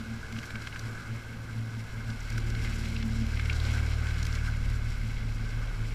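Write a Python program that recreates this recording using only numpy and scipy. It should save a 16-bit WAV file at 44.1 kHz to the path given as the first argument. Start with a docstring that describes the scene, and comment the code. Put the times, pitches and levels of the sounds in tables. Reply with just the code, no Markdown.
"""A six-cylinder motorboat cruises over a lake, heard from a camera held low beside the stern.
At first the exhaust throbs as waves cover and uncover it; water rushes by and drops slap close up.
After two seconds the engine shakes the hull harder, and the exhaust settles into a louder hum.
Waves break into spray and more drops slap, all coloured by the ringing of the camera's case.
In the last second the exhaust throbs again."""
import sys
import numpy as np
from scipy import signal
from scipy.fft import rfft, irfft
from scipy.io import wavfile
from scipy.ndimage import uniform_filter1d

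SR = 44100
rng = np.random.default_rng(int(sys.argv[2]) if len(sys.argv) > 2 else 0)


def generate_wav(sig):
    """Save sig (samples, or channels by samples) to the path in sys.argv[1] as 16-bit PCM at SR."""
    pcm = np.round(np.clip(np.atleast_2d(sig).T, -1, 1) * 32767).astype(np.int16)
    wavfile.write(sys.argv[1], SR, pcm)


N = 261954

# pitches that the camera's case boosts or dulls: pitch_hz, width_hz, gain_db
CASE_RINGING = [(1800, 100, -3), (2164, 280, 7.5), (2428, 170, -6), (2570, 140, 4), (3630, 190, -5.5),
                (4054, 130, 2.5), (5260, 270, -2.5), (5430, 1400, 5), (7090, 330, 3.5), (8450, 270, -0.5)]


def exhaust(turns):
    """Cylinders fire three times a turn; being unequal, they also drone, chug and growl. Gas burbles out."""
    # the hum between throbs: time_s, firing_db, octave_db, drone_db, growl_db
    hum_levels = [(0, -56, -59, -59, -65.5), (.7, -47, -59, -56.5, -65.5), (2.22, -46.5, -56.5, -58, -71),
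                  (2.35, -42, -54, -51, -59), (2.5, -33, -48, -52.5, -56), (2.9, -37.5, -42, -48.5, -61),
                  (3.3, -36.5, -50, -54.5, -63.5), (3.75, -34.5, -53, -56, -61),
                  (4.2, -35.5, -58, -48, -65), (4.75, -34.5, -50.5, -50, -66.5),
                  (4.98, -39.5, -57.5, -54, -77), (5.94, -40.5, -63, -51, -62)]
    # a wave uncovers the outlet: middle_s, length_s, firing_db, octave_db
    throbs = [(.01, 0.041, -48, -43), (.13, .09, -40.5, -42), (.36, 0.062, -40, -39),
              (.56, 0.039, -37.5, -47), (.88, 0.1, -37, -56), (1.13, 0.064, -35, -50.5),
              (1.36, 0.098, -40.5, -57), (1.6, 0.13, -34.5, -46.5), (1.78, 0.081, -34, -51),
              (1.98, 0.056, -39.5, -45), (2.11, 0.082, -34.5, -49), (2.36, 0.07, -34, -48.5),
              (2.48, 0.056, -41, -55), (3.09, 0.083, -41, -34), (3.22, 0.066, -40, -39),
              (3.74, 0.13, -44.5, -49), (4.87, .06, -40.5, -54.5), (5.06, 0.093, -39.5, -47.5),
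              (5.26, 0.11, -37.5, -47), (5.43, 0.096, -41, -49), (5.59, 0.084, -37.5, -59),
              (5.82, 0.067, -38, -51.5)]
    # low tones of the unequal cylinders: beats_per_cycle, relative_db
    chug_tones = [(7, -27), (10, -1.5), (11, -0.5), (13, 0), (14, 0.5), (15, -2)]
    # their higher tones: beats_per_cycle, relative_db
    growl_tones = [(16, -2), (18, -3), (19, -0.5), (20, -11), (24, 0), (30, -7.5), (34, -14), (42, -11.5)]
    # gas bubbling through water: pitch_hz, relative_db
    burble_shape = [(20, -20), (60, -1.5), (95, 2), (135, 6.5), (190, -15.5), (255, -2), (320, -22),
                    (420, -18), (700, -35)]
    steady_db, steady_octave_db, drone_db, growl_db = curves(hum_levels)
    throb, throb_octave = swells(throbs)
    firing_gain = undb(steady_db) + throb
    octave_gain = undb(steady_octave_db) + throb_octave
    firings, cycles = 3 * turns, turns / 2  # one engine cycle takes two turns
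    hum = firing_gain * tone(firings, 1, rough=0.16) + octave_gain * tone(firings, 2, rough=0.28)
    # each row of cylinders makes half the firings and drones at three times that rate
    drone = undb(drone_db) * tone(firings / 2, 3, rough=0.39)
    chug = sum(undb(db) * tone(cycles, beats, rough=0.45) for beats, db in chug_tones)
    growl = sum(undb(db) * tone(cycles, beats, rough=0.45) for beats, db in growl_tones)
    burble = unit(colour(rng.standard_normal(N), burble_shape))
    # chug and burble swell as the outlet clears the water, but less than the hum does
    clear_db = 10 * np.log10(firing_gain * octave_gain) + 45
    chug_gain = undb(-61.5 + 0.59 * clear_db)
    burble_gain = undb(-49 + 0.32 * clear_db)
    return hum + drone + undb(growl_db) * growl + chug_gain * chug + burble_gain * burble


def hull(turns):
    """The engine shakes the hull once and twice a turn, with a wobble at half and one and a half times a turn,
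    and a low rumble."""
    # strength of the shaking: time_s, once_a_turn_db, twice_a_turn_db
    shake_levels = [(0, -48, -46), (.5, -56, -48.5), (1.75, -56, -56), (2.1, -40.5, -48), (2.6, -34, -38.5),
                    (2.9, -38.5, -35.5), (3.15, -34.5, -36.5), (3.45, -36.5, -30), (3.9, -36.5, -30),
                    (4.7, -33, -35.5), (5.25, -35, -44), (5.94, -35, -50)]
    once_gain, twice_gain = undb(curves(shake_levels))
    rumble_shape = [(12, 13), (24, 6), (45, -5), (63, 9.5), (80, -11.5)]  # pitch_hz, relative_db
    rumble = unit(colour(rng.standard_normal(N), rumble_shape))
    cycles = turns / 2
    wobble = undb(-15) * tone(cycles, 1, rough=0.55) + undb(-13) * tone(cycles, 3, rough=0.4)
    once = undb(0.83 * wander(9) + 0.5) * tone(turns, 1, rough=0.21)
    twice = tone(turns, 2, rough=0.05)
    rumble_gain = np.hypot(undb(-8.5) * once_gain, undb(-47.5))  # part follows the shaking, part is steady
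    return once_gain * (once + wobble) + twice_gain * twice + rumble_gain * rumble


def slaps(burst_s=0.0019, fizz_s=0.0048):
    """Each slap is an air pocket collapsing inside a softer, higher fizz of droplets; both ring the case."""
    # water slapping close by: time_s, relative_db, pitch_hz, spread_octaves
    hits = [(.325, -41.5, 2900, 0.8), (.365, -40, 2000, 0.51), (.388, -38, 2960, 0.48),
            (.431, -40, 2100, .7), (.456, -47, 5100, 0.86), (0.5058, -36, 2270, 0.69),
            (.556, -33.5, 2060, .5), (.62, -44.5, 4000, .4), (.672, -32.5, 1860, 0.65),
            (.726, -39.5, 2600, .3), (0.76, -34.5, 1900, .5), (.794, -41, 5470, .45),
            (2.102, -42.5, 3500, 0.46), (2.205, -47, 6500, 0.18), (2.302, -42.5, 5630, 0.53),
            (2.326, -45, 3900, 0.76), (2.38, -32, 2500, 0.83), (2.502, -42, 5200, 0.77),
            (2.551, -39.5, 2840, 0.52), (2.649, -35.5, 2100, 0.55), (2.675, -37, 2200, 0.16),
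            (2.965, -35, 3040, 0.26), (3.027, -37, 2400, .5), (3.266, -45, 3900, 1.1),
            (3.373, -36, 2530, 0.36), (3.396, -31, 2060, 0.37), (3.457, -35, 2650, 0.43),
            (3.498, -27, 2460, 0.28), (3.53, -39, 4150, .4), (3.601, -38, 3700, 0.16),
            (3.651, -40, 3900, .3), (4.069, -38, 2300, 0.54), (4.229, -36.5, 5200, .4),
            (4.252, -38.5, 5000, 0.5), (4.267, -38, 4200, 0.77), (4.327, -40, 4270, 0.33),
            (4.353, -39, 4440, .4)]
    # the two parts of a slap: pitch_hz, relative_db
    pocket_shape = [(600, -6.5), (1200, 1.5), (1550, 11.5), (1830, -5.5), (2200, 1.0), (3500, -2.5),
                    (5600, -4), (15000, -16.5)]
    fizz_shape = [(1000, 2), (5600, -6), (12000, -3)]
    out = np.zeros(N + SR)
    size = 2048
    t = (np.arange(size) - size // 2) / SR  # zero at the peak of the slap
    for time_s, db, hz, octaves in hits:
        pocket, fizz = rng.standard_normal((2, size))
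        pocket = colour(band(pocket, hz, octaves), pocket_shape, CASE_RINGING)
        pocket *= np.exp(-(t / burst_s) ** 2 / 2)
        pocket /= np.std(pocket[np.abs(t) < .002])
        fizz = unit(colour(band(fizz, 1.1 * hz, 1.45 * octaves), fizz_shape, CASE_RINGING))
        fizz *= np.exp(-np.abs(t) / fizz_s)
        start = int((time_s + 0.001315) * SR) - size // 2
        out[start:start + size] += undb(db - 2) * (pocket + undb(-10) * fizz)
    return out[:N]


def wake(churn_db=-57, foam_db=-69.5):
    """The boat stirs up the lake; breaking waves add to the churn, rush and spray, over steady foam."""
    # the passing water: time_s, rush_db, spray_db
    water_levels = [(0, -50, -53.5), (.7, -47, -53), (1.5, -52, -55.5), (1.9, -53, -54.5),
                    (2.4, -49.5, -51), (2.75, -54, -49.5), (3.05, -51, -51.5), (3.45, -48, -49.5),
                    (3.95, -48, -50.5), (4.38, -46, -50.5), (4.75, -51, -52), (5.05, -51, -51.5),
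                    (5.3, -53.5, -53.5), (5.94, -53.5, -52)]
    # waves breaking beside the hull: middle_s, length_s, churn_db, rush_db, spray_db
    breaking_waves = [(.88, 0.14, -58, -61, -61), (2.66, 0.096, -62, -46, -53.5),
                      (2.82, 0.15, -63, -48.5, -51), (3.67, 0.15, -61, -55, -51),
                      (3.77, .07, -60, -45.5, -59), (3.8, 1., -56, -60, -56), (5.66, 0.41, -58, -51.5, -74)]
    rush_db, spray_db = curves(water_levels)
    flow_gains = undb([np.full(N, churn_db), rush_db, spray_db])
    churn_gain, rush_gain, spray_gain = np.hypot(flow_gains, swells(breaking_waves))
    return churn_gain * churn() + rush_gain * rush() + spray(spray_gain) + undb(foam_db) * foam()


def rush():
    """Water gurgles along the hull and rings the case."""
    # rushing water: pitch_hz, relative_db
    rush_shape = [(700, -27), (1150, -10.5), (1380, -3), (1500, 4), (1590, 2.5), (1720, -4), (1830, -28.5),
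                  (2000, -13.5), (2210, -17), (2340, -15), (3000, -33.5), (8000, -27), (15000, -49.5)]
    gurgle = rng.standard_normal(N) * undb(2.4 * wander(45) + .5 * wander(7.8))
    return unit(colour(gurgle + 0.61 * patter(300, 2.6), rush_shape, CASE_RINGING), (1300, 1800))


def spray(gain):
    """Fine hiss and bursting drops; the harder the wake breaks, the more single drops stand out."""
    # large, middling and fine drops, each in flurries of their own: pitch_hz, relative_db
    drop_kinds = [(2200, 0), (4600, -1.5), (9500, 2)]
    # flying spray: pitch_hz, relative_db
    spray_shape = [(600, -32), (1300, -7), (1830, 2), (2150, 4.5), (2400, 5), (2700, 1.5), (3700, 0.5),
                   (4800, -4.5), (5600, -5.5), (6200, -11.5), (7700, -9), (8800, -16), (12000, -18),
                   (15000, -27.5)]
    drops = np.zeros(N)
    for hz, db in drop_kinds:
        flurries = patter(1000, 4.1) * undb(4.95 * np.tanh(wander(60)))
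        drops += undb(db) * band(flurries, hz, 0.57)
    breaking = (gain / gain.max()) ** 0.32
    splash = colour(rng.standard_normal(N) + 1.35 * breaking * drops, spray_shape, CASE_RINGING)
    return undb(-0.48) * gain * unit(splash, (2400, 9000))


def churn():
    """Water tumbles behind the stern with a dull roar."""
    # churning water: pitch_hz, relative_db
    churn_shape = [(150, -23.5), (300, 1), (450, 2), (650, -1), (950, -2), (1250, -1), (1800, -19),
                   (3000, -39.5)]
    tumbling = rng.standard_normal(N) + .4 * patter(500, 3)
    return unit(colour(tumbling, churn_shape, CASE_RINGING), (500, 1150))


def foam():
    """Foam fizzes, with a sparkle of single bubbles."""
    sparkle = .6 * patter(120, 4, largest=3)
    return unit(band(rng.standard_normal(N) + sparkle, hz=9800, octaves=0.44))


def whine():
    """Faint, thin tones far up in the treble."""
    # the whining tones: pitch_hz, level_db
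    high_tones = [(10428, -87), (10491, -85), (13965, -90)]
    return sum(undb(db) * tone(np.arange(N) / SR, hz, rough=0.27) for hz, db in high_tones)


def undb(db):
    """Turn decibels into a number to multiply by."""
    return 10 ** (np.asarray(db) / 20)


def curves(table):
    """Join each column of a table with straight lines over time."""
    times, *columns = np.transpose(table)
    return [np.interp(np.arange(N) / SR, times, column) for column in columns]


def swells(table):
    """Smooth rises and falls, length_s wide at half height; one gain curve for each level column."""
    t = np.arange(N) / SR
    return sum(undb(levels)[:, None] * .5 ** ((2 * (t - middle_s) / length_s) ** 2)
               for middle_s, length_s, *levels in table)


def wander(rate_hz):
    """A smooth random drift, mostly between -1 and 1."""
    hold = max(int(SR / rate_hz), 1)
    steps = np.repeat(rng.standard_normal(4096)[:N // hold + 1], hold)
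    return 1.17 * uniform_filter1d(uniform_filter1d(steps, hold), hold)[:N]


def tone(turns, multiple, rough):
    """A tone that swings `multiple` times a turn; `rough` makes its strength and timing waver."""
    angle = 2 * np.pi * (multiple * turns + rng.random())
    return np.sqrt(2) * ((1 + rough * wander(30)) * np.sin(angle) + rough * wander(30) * np.cos(angle))


def patter(per_second, spread_db, largest=2.05):
    """Tiny random taps: many small, a few large."""
    taps = rng.random(N) < per_second / SR
    size = np.minimum(rng.exponential(size=N), largest)
    return unit(taps * rng.choice([-1, 1], N) * undb(spread_db * size))


def colour(x, shape, ringing=()):
    """Filter a sound to a shape of (pitch_hz, relative_db) points, plus any ringing peaks and dips."""
    size = 16384
    f = np.maximum(np.fft.rfftfreq(size, 1 / SR), 1)
    hz, db = np.transpose(shape)
    beyond_ends = np.maximum(f / hz[-1], 1) * np.maximum(hz[0] / f, 1)
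    shape_db = np.interp(np.log(f), np.log(hz), db) - 40 * np.log10(beyond_ends)
    for pitch_hz, width_hz, gain_db in ringing:
        shape_db += gain_db / (1 + (2 * (f - pitch_hz) / width_hz) ** 2)
    # build the filter so that it rings only after a sound, never before
    cepstrum = irfft(np.log(undb(shape_db)))
    response = irfft(np.exp(rfft(2 * cepstrum[:size // 2], size) - cepstrum[0]))
    return signal.fftconvolve(x, response)[:len(x)]


def band(x, hz, octaves):
    """Keep the part of a sound near one pitch, fading away on both sides."""
    f = np.maximum(np.fft.rfftfreq(len(x), 1 / SR), 1)
    away = np.log2(f / hz) / octaves
    return irfft(rfft(x) * np.exp(-away ** 2 / 4), len(x))


def unit(x, range_hz=(0, SR)):
    """Scale a sound so that its average strength (rms) within a pitch range is 1."""
    f = np.fft.rfftfreq(len(x), 1 / SR)
    return x / np.std(irfft(rfft(x) * ((f >= range_hz[0]) & (f < range_hz[1]))))


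def scene():
    """The turning engine drives hull and exhaust; water and a faint whine play over them."""
    # speed of the engine's shaft: time_s, turns_per_s
    engine_speed = [(0, 37.45), (2, 37.38), (2.6, 37.5), (3.9, 37.47), (4.6, 37.2), (5.94, 37.15)]
    speed, = curves(engine_speed)
    turns = np.cumsum(speed * (1 + 0.0032 * wander(5))) / SR
    return (hull(turns) + exhaust(turns) + wake() + slaps() + whine())[None]


def record(dry, top_hz=15300):
    """The camera cuts off the highest treble."""
    return signal.sosfilt(signal.ellip(10, .2, 80, top_hz, fs=SR, output="sos"), dry)


dry = scene()
out = record(dry)
generate_wav(out)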